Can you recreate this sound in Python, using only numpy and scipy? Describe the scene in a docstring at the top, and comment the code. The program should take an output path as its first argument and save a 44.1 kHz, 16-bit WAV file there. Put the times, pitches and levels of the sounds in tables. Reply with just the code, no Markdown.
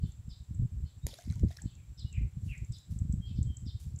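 """Beside a still channel under trees, with the microphone on a hand-held camera.
A small thing is tossed into the water: a sharp slap, ringing bubbles, then spray pattering back.
Birds chirp, whistle and slur from the trees, the farther ones mostly echo, and a small creature's
thin high ticks stand over a steady band of insects and distant air.
Right at the microphone, the hand bumps and rubs the case, and a sleeve rustles."""
import sys
import numpy as np
from scipy import signal
from scipy.fft import rfft, irfft
from scipy.io import wavfile

SR = 44100
rng = np.random.default_rng(int(sys.argv[2]) if len(sys.argv) > 2 else 0)


def unload_wav(signal):
    """Save mono or channel-first audio to the path in sys.argv[1] as 16-bit WAV at rate SR, clipped to [-1, 1]."""
    wavfile.write(
        sys.argv[1],
        SR,
        np.round(np.clip(np.atleast_2d(signal).T, -1, 1) * 32767).astype(np.int16),
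    )


N = 176400
T = np.arange(N) / SR

# spectrum of water pattering on water (frequency [Hz], relative density [dB])
PATTER_SPECTRUM = [(200, -11), (600, -3), (1200, -8.5), (2100, 4), (3000, -7.5), (4500, -2), (7000, -2),
                   (9000, -8), (11500, -7.5), (16000, -18)]
DROP_CYCLES, SPRAY_SPREAD_DB = 6.5, 3  # cycles for a drop's ring to fall to 1/e; spread of drop levels


def amp(db):
    return 10 ** (np.asarray(db) / 20)


def unit(x):
    return x / np.sqrt(np.mean(x ** 2) + 1e-20)


def add(mix, s, sound):
    part = mix[max(round(s * SR), 0):][:len(sound)]
    part += sound[:len(part)]


def level(points):
    """Gain along a curve of (time [s], level [dB])."""
    return amp(np.interp(T, *np.transpose(points)))


def colour(x, points):
    """Filters by a spectrum of (frequency [Hz], level [dB]); rms 1."""
    f, db = np.transpose(points)
    hz = np.fft.rfftfreq(len(x), 1 / SR)
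    gain = amp(np.interp(np.log(hz + 1), np.log(f), db))
    return unit(irfft(rfft(x) * gain, len(x)))


def wander(hz, size=N):
    """Smooth random motion up to a rate; rms 1."""
    f = np.fft.rfftfreq(size, 1 / SR)
    return unit(irfft(rfft(rng.standard_normal(N)[:size]) / (1 + (f / hz) ** 4), size))


def grains(per_s, spread_db):
    """Random clicks of uneven size; rms 1."""
    sizes = rng.standard_normal(N) * amp(spread_db * np.minimum(rng.exponential(1, N), 4))
    return unit(sizes * (rng.random(N) < per_s / SR))


def tone(hz):
    """A sine that follows a pitch curve."""
    return np.sin(2 * np.pi * np.cumsum(hz) / SR)


def trees(x, t60_s=0.38, build_s=0.0011):
    """Diffuse echo from trunks, leaves and banks."""
    t = T[:SR // 2]
    tail = rng.standard_normal(len(t)) * 1000 ** (-t / t60_s) * (1 - np.exp(-t / build_s))
    return signal.fftconvolve(x, tail / np.linalg.norm(tail))[:N]


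def insects(centre_hz=7545, width_hz=270, db=-76, flutter_db=2):
    """Insects merge into one steady, narrow band that flutters slightly."""
    hz = np.fft.rfftfreq(N, 1 / SR)
    band = 1 / (1 + ((hz - centre_hz) / width_hz) ** 2 / 2) ** 1.36
    hiss = unit(irfft(rfft(rng.standard_normal(N)) * band, N))
    return hiss * amp(db + flutter_db * wander(hz=39.5))


def air(db=-70.5):
    """Distant air: a faint, even wash, strongest in the bass."""
    # spectrum of the open air (frequency [Hz], relative density [dB])
    spectrum = [(20, 18.5), (100, 16.5), (250, 10.5), (420, 4.5), (714, 3), (1200, 1.5), (3100, -2),
                (3700, -0.5), (4600, -3.5), (6700, -1.5), (9300, -7), (15000, -9)]
    return amp(db) * colour(rng.standard_normal(N), spectrum)


def handling(push_db=-0.5, push_cycles=0.21, shudder_db=-9, shudder_s=0.015, lumps_db=6):
    """At the microphone, each bump pushes the case and sets it shuddering; the grip rubs in between."""
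    # bumps of the hand (time [s], level [dB], sharpness [Hz])
    bumps = [(.042, -16, 118), (0.282, -28.5, 115), (0.511, -29, 127), (.599, -22.5, 121),
             (.621, -24.5, 121), (.654, -21, 107), (.803, -28, 81), (0.842, -26, 101), (1.278, -26, 154),
             (1.308, -24, 117), (1.42, -28.5, 132), (1.435, -22, 273), (1.438, -15, 135), (1.448, -19, 192),
             (1.641, -26.5, 109), (1.659, -24, 151), (2.05, -22.5, 114), (2.182, -25, 93),
             (2.214, -22, 131), (2.373, -27, 111), (2.435, -27.5, 89.5), (2.466, -26.5, 130),
             (2.707, -24, 90), (2.925, -23.5, 114), (2.964, -27.5, 117), (3.019, -22.5, 115),
             (3.052, -26, 140), (3.098, -22.5, 122), (3.139, -19, 125), (3.202, -25, 130),
             (3.313, -23.5, 113), (3.389, -19.5, 140), (3.504, -28.5, 145), (3.626, -29.5, 111),
             (3.667, -26.5, 146), (3.869, -27, 106), (3.945, -27, 96)]
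    # rubbing of the hand (time [s], level [dB])
    grip = [(0, -33), (.12, -50), (.4, -51), (.55, -39.5), (.85, -40.5), (.92, -55), (1.05, -32),
            (1.22, -72), (1.3, -38.5), (1.46, -30), (1.56, -42.5), (1.98, -48.5), (2.22, -33.5),
            (2.32, -47.5), (2.48, -33.5), (2.75, -56.5), (3.05, -30.5), (3.27, -41.5), (3.42, -35.5),
            (3.56, -41.5), (4, -43.5)]
    # rumble of the case (frequency [Hz], relative density [dB])
    case_spectrum = [(15, -28.5), (30, -15), (60, 4.5), (110, 2.5), (160, -8), (250, -25.5), (350, -32),
                     (500, -44.5), (900, -65), (2000, -93)]
    pushes, shudder_power = np.zeros(N), np.zeros(N)
    for s, db, hz in bumps:
        spread = ((T - s) * hz / push_cycles) ** 2 / 2
        pushes -= amp(db + push_db) * np.exp(-np.minimum(spread, 50)) * (1 - spread)
        shudder_power += amp(db + shudder_db) ** 2 * np.exp(-np.minimum(2 * abs(T - s) / shudder_s, 50))
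    pushes = signal.sosfilt(signal.butter(2, 49.6, "high", fs=SR, output="sos"), pushes)
    rub = level(grip) * unit(amp(lumps_db * wander(hz=18.4)))
    return pushes + np.sqrt(shudder_power + rub ** 2) * colour(rng.standard_normal(N), case_spectrum)


def raspy_call(pitch, swell, db, rasp, under=0, under_ratio=0.72):
    """A bird's voice, rough with pitch jitter, as (direct, to the trees); fainter calls are farther off."""
    hz = pitch * (1 + rasp * wander(hz=750, size=len(pitch)))
    call = amp(db) * swell * (tone(hz) + under * tone(under_ratio * hz))
    direct_share = np.clip(0.37 * amp(db + 53), 0, 1)  # 37 % of the power for a call at -53 dB
    return np.sqrt(direct_share) * call, np.sqrt(1 - direct_share) * call


def chirps(break_at=0.52, break_width=0.087, step_share=0.444, dip=0.29, under_db=-8.5):
    """A bird sags on a high note, breaks, and sags on a low one; a second voice sounds below the first."""
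    # falling chirps (time [s], length [s], level [dB], start [Hz], end [Hz], rasp [share of pitch])
    calls = [(0.014, 0.063, -61.5, 4580, 3020, 0.094), (0.292, 0.051, -54, 5260, 3550, 0.044),
             (0.844, .06, -64, 4580, 3550, 0.096), (1.07, 0.06, -52.5, 5240, 3210, 0.08),
             (1.645, 0.072, -62, 4390, 3020, 0.083), (1.973, 0.061, -50, 5320, 3550, 0.043),
             (2.718, 0.058, -52, 5325, 3480, 0.05), (3.252, 0.073, -60, 4500, 3000, 0.14),
             (3.356, 0.029, -57.5, 5630, 3470, 0.1), (3.656, 0.059, -51.5, 5360, 3400, 0.05)]
    near, far = np.zeros(N), np.zeros(N)
    for s, length, db, high, low, rasp in calls:
        u = np.arange(0, 1, 1 / (length * SR))
        step = (1 + np.tanh((u - break_at) / break_width)) / 2
        pitch = high + (low - high) * (step_share * step + (1 - step_share) * u)
        swell = np.sin(np.pi * u) ** 0.55 * (1 - dip * np.sin(np.pi * step))
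        direct, scattered = raspy_call(pitch, swell, db, rasp, under=amp(under_db) * (1 - step))
        add(near, s, direct)
        add(far, s, scattered)
    return near + trees(far)


def sleeve():
    """Cloth brushes close to the microphone in short swells of fine grains."""
    # swells of rustling (time [s], rise [s], fall [s], level [dB])
    rustles = [(.09, .04, 0.032, -72.5), (2.461, 0.032, 0.14, -67.5), (2.78, 0.044, 0.027, -71),
               (2.91, 0.0066, 0.049, -64), (3.128, 0.013, 0.033, -74), (3.802, 0.0049, 0.074, -61.5)]
    # spectrum of the cloth (frequency [Hz], relative density [dB])
    cloth = [(300, -14), (1500, -14.5), (4000, -3.5), (7000, -1), (11000, -5.5), (16000, -12)]
    swell = sum(amp(db) * np.exp(-np.maximum((s - T) / rise, (T - s) / fall))
                for s, rise, fall, db in rustles)
    return swell * colour(grains(per_s=6900, spread_db=1.0), cloth)


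def ticks(length_s=0.0044, sag=0.33, echo=0.48):
    """A small creature's ticks: the pitch whips up and down within a few milliseconds."""
    # thin ticks (time [s], peak [dB], top pitch [Hz])
    calls = [(0.1193, -55, 7530), (0.547, -56, 7900), (1.6185, -42, 7790), (1.7515, -55.5, 7580),
             (1.9945, -52.5, 7820), (2.1266, -48, 7650), (2.578, -49.5, 7670), (2.647, -52.5, 7500),
             (2.7213, -47, 7950), (2.7847, -51, 7400), (2.9878, -47, 7810), (3.124, -45.5, 7860),
             (3.428, -44, 7840), (3.5684, -41.5, 7780), (3.96, -49.5, 7450), (3.988, -44, 7830)]
    out, u = np.zeros(N), np.arange(0, 1, 1 / (length_s * SR))
    arch = 1 - sag * abs(2 * u - 1) ** 2.98
    swell = np.sin(np.pi * u) ** 0.69
    for s, db, top in calls:
        add(out, s, amp(db) * swell * tone(top * arch))
    return out + echo * trees(out)


def whistles(arch=0.0185, waver=0.0078, echo=0.8):
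    """A bird in the trees whistles soft, clear notes, slightly arched in pitch."""
    # whistled notes (time [s], length [s], level [dB], start [Hz], end [Hz])
    calls = [(1.007, 0.083, -64.5, 3560, 3960), (2.025, .105, -64.5, 2840, 2906),
             (3.194, 0.121, -60, 3140, 3227), (3.44, .14, -62, 3165, 3040)]
    out = np.zeros(N)
    for s, length, db, first, last in calls:
        u = np.arange(0, 1, 1 / (length * SR))
        glide = first + (last - first) * u
        bend = 1 + arch * np.sin(np.pi * u) + waver * wander(hz=150, size=len(u))
        add(out, s, amp(db) * np.sin(np.pi * u) ** 2 * tone(glide * bend))
    return out + echo * trees(out)


def slap(at_s=1.0678, db=-24.5, decay_s=0.00062):
    """The tossed thing hits the surface with one very short crack."""
    # spectrum of the impact (frequency [Hz], relative density [dB])
    spectrum = [(150, -7), (450, -0.5), (950, -1), (1350, -37), (1900, -5.5), (3500, -13), (5200, -10),
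                (7600, -1.5), (9100, -9), (10900, -2.5), (16000, -22)]
    out, t = np.zeros(N), T[:SR // 8]
    lead = 100  # samples of room for the filter to ring ahead of the hit
    burst = rng.standard_normal(len(t)) * np.roll(np.exp(-t / decay_s), lead)
    crack = colour(burst, spectrum) * np.sqrt(decay_s / 2 / t[-1])  # energy of a decay that starts at 1
    add(out, at_s - lead / SR, amp(db) * crack)
    return out


def bubbles(rise_per_s=0.9, wobble=0.052, attack_s=0.00082):
    """Rising bubbles ring briefly, their pitch wobbling and creeping upward."""
    # ringing bubbles (time [s], level [dB], pitch [Hz], time to fall 60 dB [s])
    rings = [(1.068, -47.5, 478, .04), (1.068, -56, 920, .04), (1.067, -53, 1800, 0.021),
             (1.088, -53, 880, 0.042), (1.132, -46, 564, 0.043), (1.187, -45.5, 675, 0.064),
             (1.187, -48, 1560, 0.021), (1.3, -60.5, 2190, 0.12), (1.328, -56.5, 1440, 0.036),
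             (1.36, -62.5, 953, 0.081), (1.506, -43.5, 664, 0.026), (1.512, -54.5, 1890, 0.074),
             (1.586, -44.5, 1817, 0.035), (1.615, -60.5, 777, 0.097)]
    out, t = np.zeros(N), T[:SR // 8]
    for s, db, hz, t60 in rings:
        pitch = hz * (1 + rise_per_s * t + wobble * wander(hz=201, size=len(t)))
        envelope = amp(db - 60 * t / t60) * (1 - np.exp(-t / attack_s))
        add(out, s, envelope * tone(pitch))
    return out


def drops(splat_gain=0.44, splat_s=0.0015):
    """Larger drops fall back, each with a ping and a noisy splat."""
    # drops landing (time [s], level [dB], pitch [Hz])
    landings = [(1.0707, -44, 6000), (1.088, -50, 9000), (1.139, -41, 3920), (1.142, -39.5, 10600),
                (1.156, -50, 9800), (1.1872, -41, 6900), (1.201, -50, 6450), (1.211, -47, 7000),
                (1.222, -48, 6300), (1.239, -50, 10500), (1.3003, -43.5, 4050), (1.311, -46.5, 8000),
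                (1.3238, -43.5, 6260), (1.339, -50.5, 4600), (1.3565, -49.5, 7120), (1.3957, -46.5, 7050),
                (1.4855, -50.5, 5020), (1.5062, -51, 3800), (1.525, -52, 5000), (1.567, -47, 4100),
                (1.5704, -38, 5530)]
    out, t = np.zeros(N), T[:SR // 8]
    for s, db, hz in landings:
        ping = np.exp(-t * hz / DROP_CYCLES) * np.sin(2 * np.pi * hz * t)
        splat = splat_gain * np.exp(-t / splat_s) * colour(rng.standard_normal(len(t)), PATTER_SPECTRUM)
        add(out, s, amp(db) * (1 - np.exp(-t * hz)) * (ping + splat))
    return out


def spray(pings_per_s=600, ping_hz=(2980, 13100), ping_gain=0.88, mist_gain=0.5):
    """Fine spray lands as clicks, a misty hiss and tiny drops that each ring for a few cycles."""
    # swell of the spray (time [s], level [dB])
    shower = [(1.066, -100), (1.07, -59), (1.1, -63), (1.14, -61), (1.17, -62.5), (1.2, -62.5), (1.27, -67),
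              (1.32, -66.5), (1.4, -71), (1.465, -77.5), (1.515, -60.5), (1.55, -67), (1.61, -69),
              (1.68, -81), (1.8, -100)]
    clicks = grains(per_s=1200, spread_db=SPRAY_SPREAD_DB)
    mist = mist_gain * rng.standard_normal(N)
    pings, t = np.zeros(N), T[:400]
    pitches = np.geomspace(*ping_hz, num=24)
    for hz in pitches:
        sizes = amp(SPRAY_SPREAD_DB * np.minimum(rng.exponential(1, N), 3))
        hits = sizes * (rng.random(N) < pings_per_s / len(pitches) / SR)
        ring = np.exp(-t * hz / DROP_CYCLES) * (1 - np.exp(-t * hz)) * np.sin(2 * np.pi * hz * t)
        pings += signal.oaconvolve(hits, ring)[:N]
    return level(shower) * colour(clicks + mist + ping_gain * unit(pings), PATTER_SPECTRUM)


def slurs(bend=1.7, rasp=0.055):
    """A lower bird call starts on a level pitch and swells as it slides down."""
    # slurred calls (time [s], length [s], level [dB], start [Hz], end [Hz])
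    calls = [(1.734, 0.07, -69, 2687, 2090), (2.112, 0.08, -52, 2860, 1929), (2.475, .088, -48, 2830, 1945)]
    near, far = np.zeros(N), np.zeros(N)
    for s, length, db, high, low in calls:
        u = np.arange(0, 1, 1 / (length * SR))
        pitch = high + (low - high) * u ** bend
        swell = np.sin(np.pi * u ** 1.51) ** 0.7
        direct, scattered = raspy_call(pitch, swell, db, rasp)
        add(near, s, direct)
        add(far, s, scattered)
    return near + trees(far)


def scene():
    """The hand close up, the splash with a light echo, and the wildlife beyond, in mono."""
    hand = handling()
    splash = slap() + bubbles() + drops()
    water = splash + spray() + 0.26 * trees(splash)
    birds = chirps() + whistles() + slurs()
    return (hand + water + birds + ticks() + sleeve() + insects() + air())[None]


def record(dry, edge_hz=15700):
    """The recorder's band limit cuts the highest treble."""
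    lowpass = signal.firwin(511, edge_hz, window=("kaiser", 9), fs=SR)
    return signal.oaconvolve(dry, lowpass[None], "same")


dry = scene()
out = record(dry)
unload_wav(out)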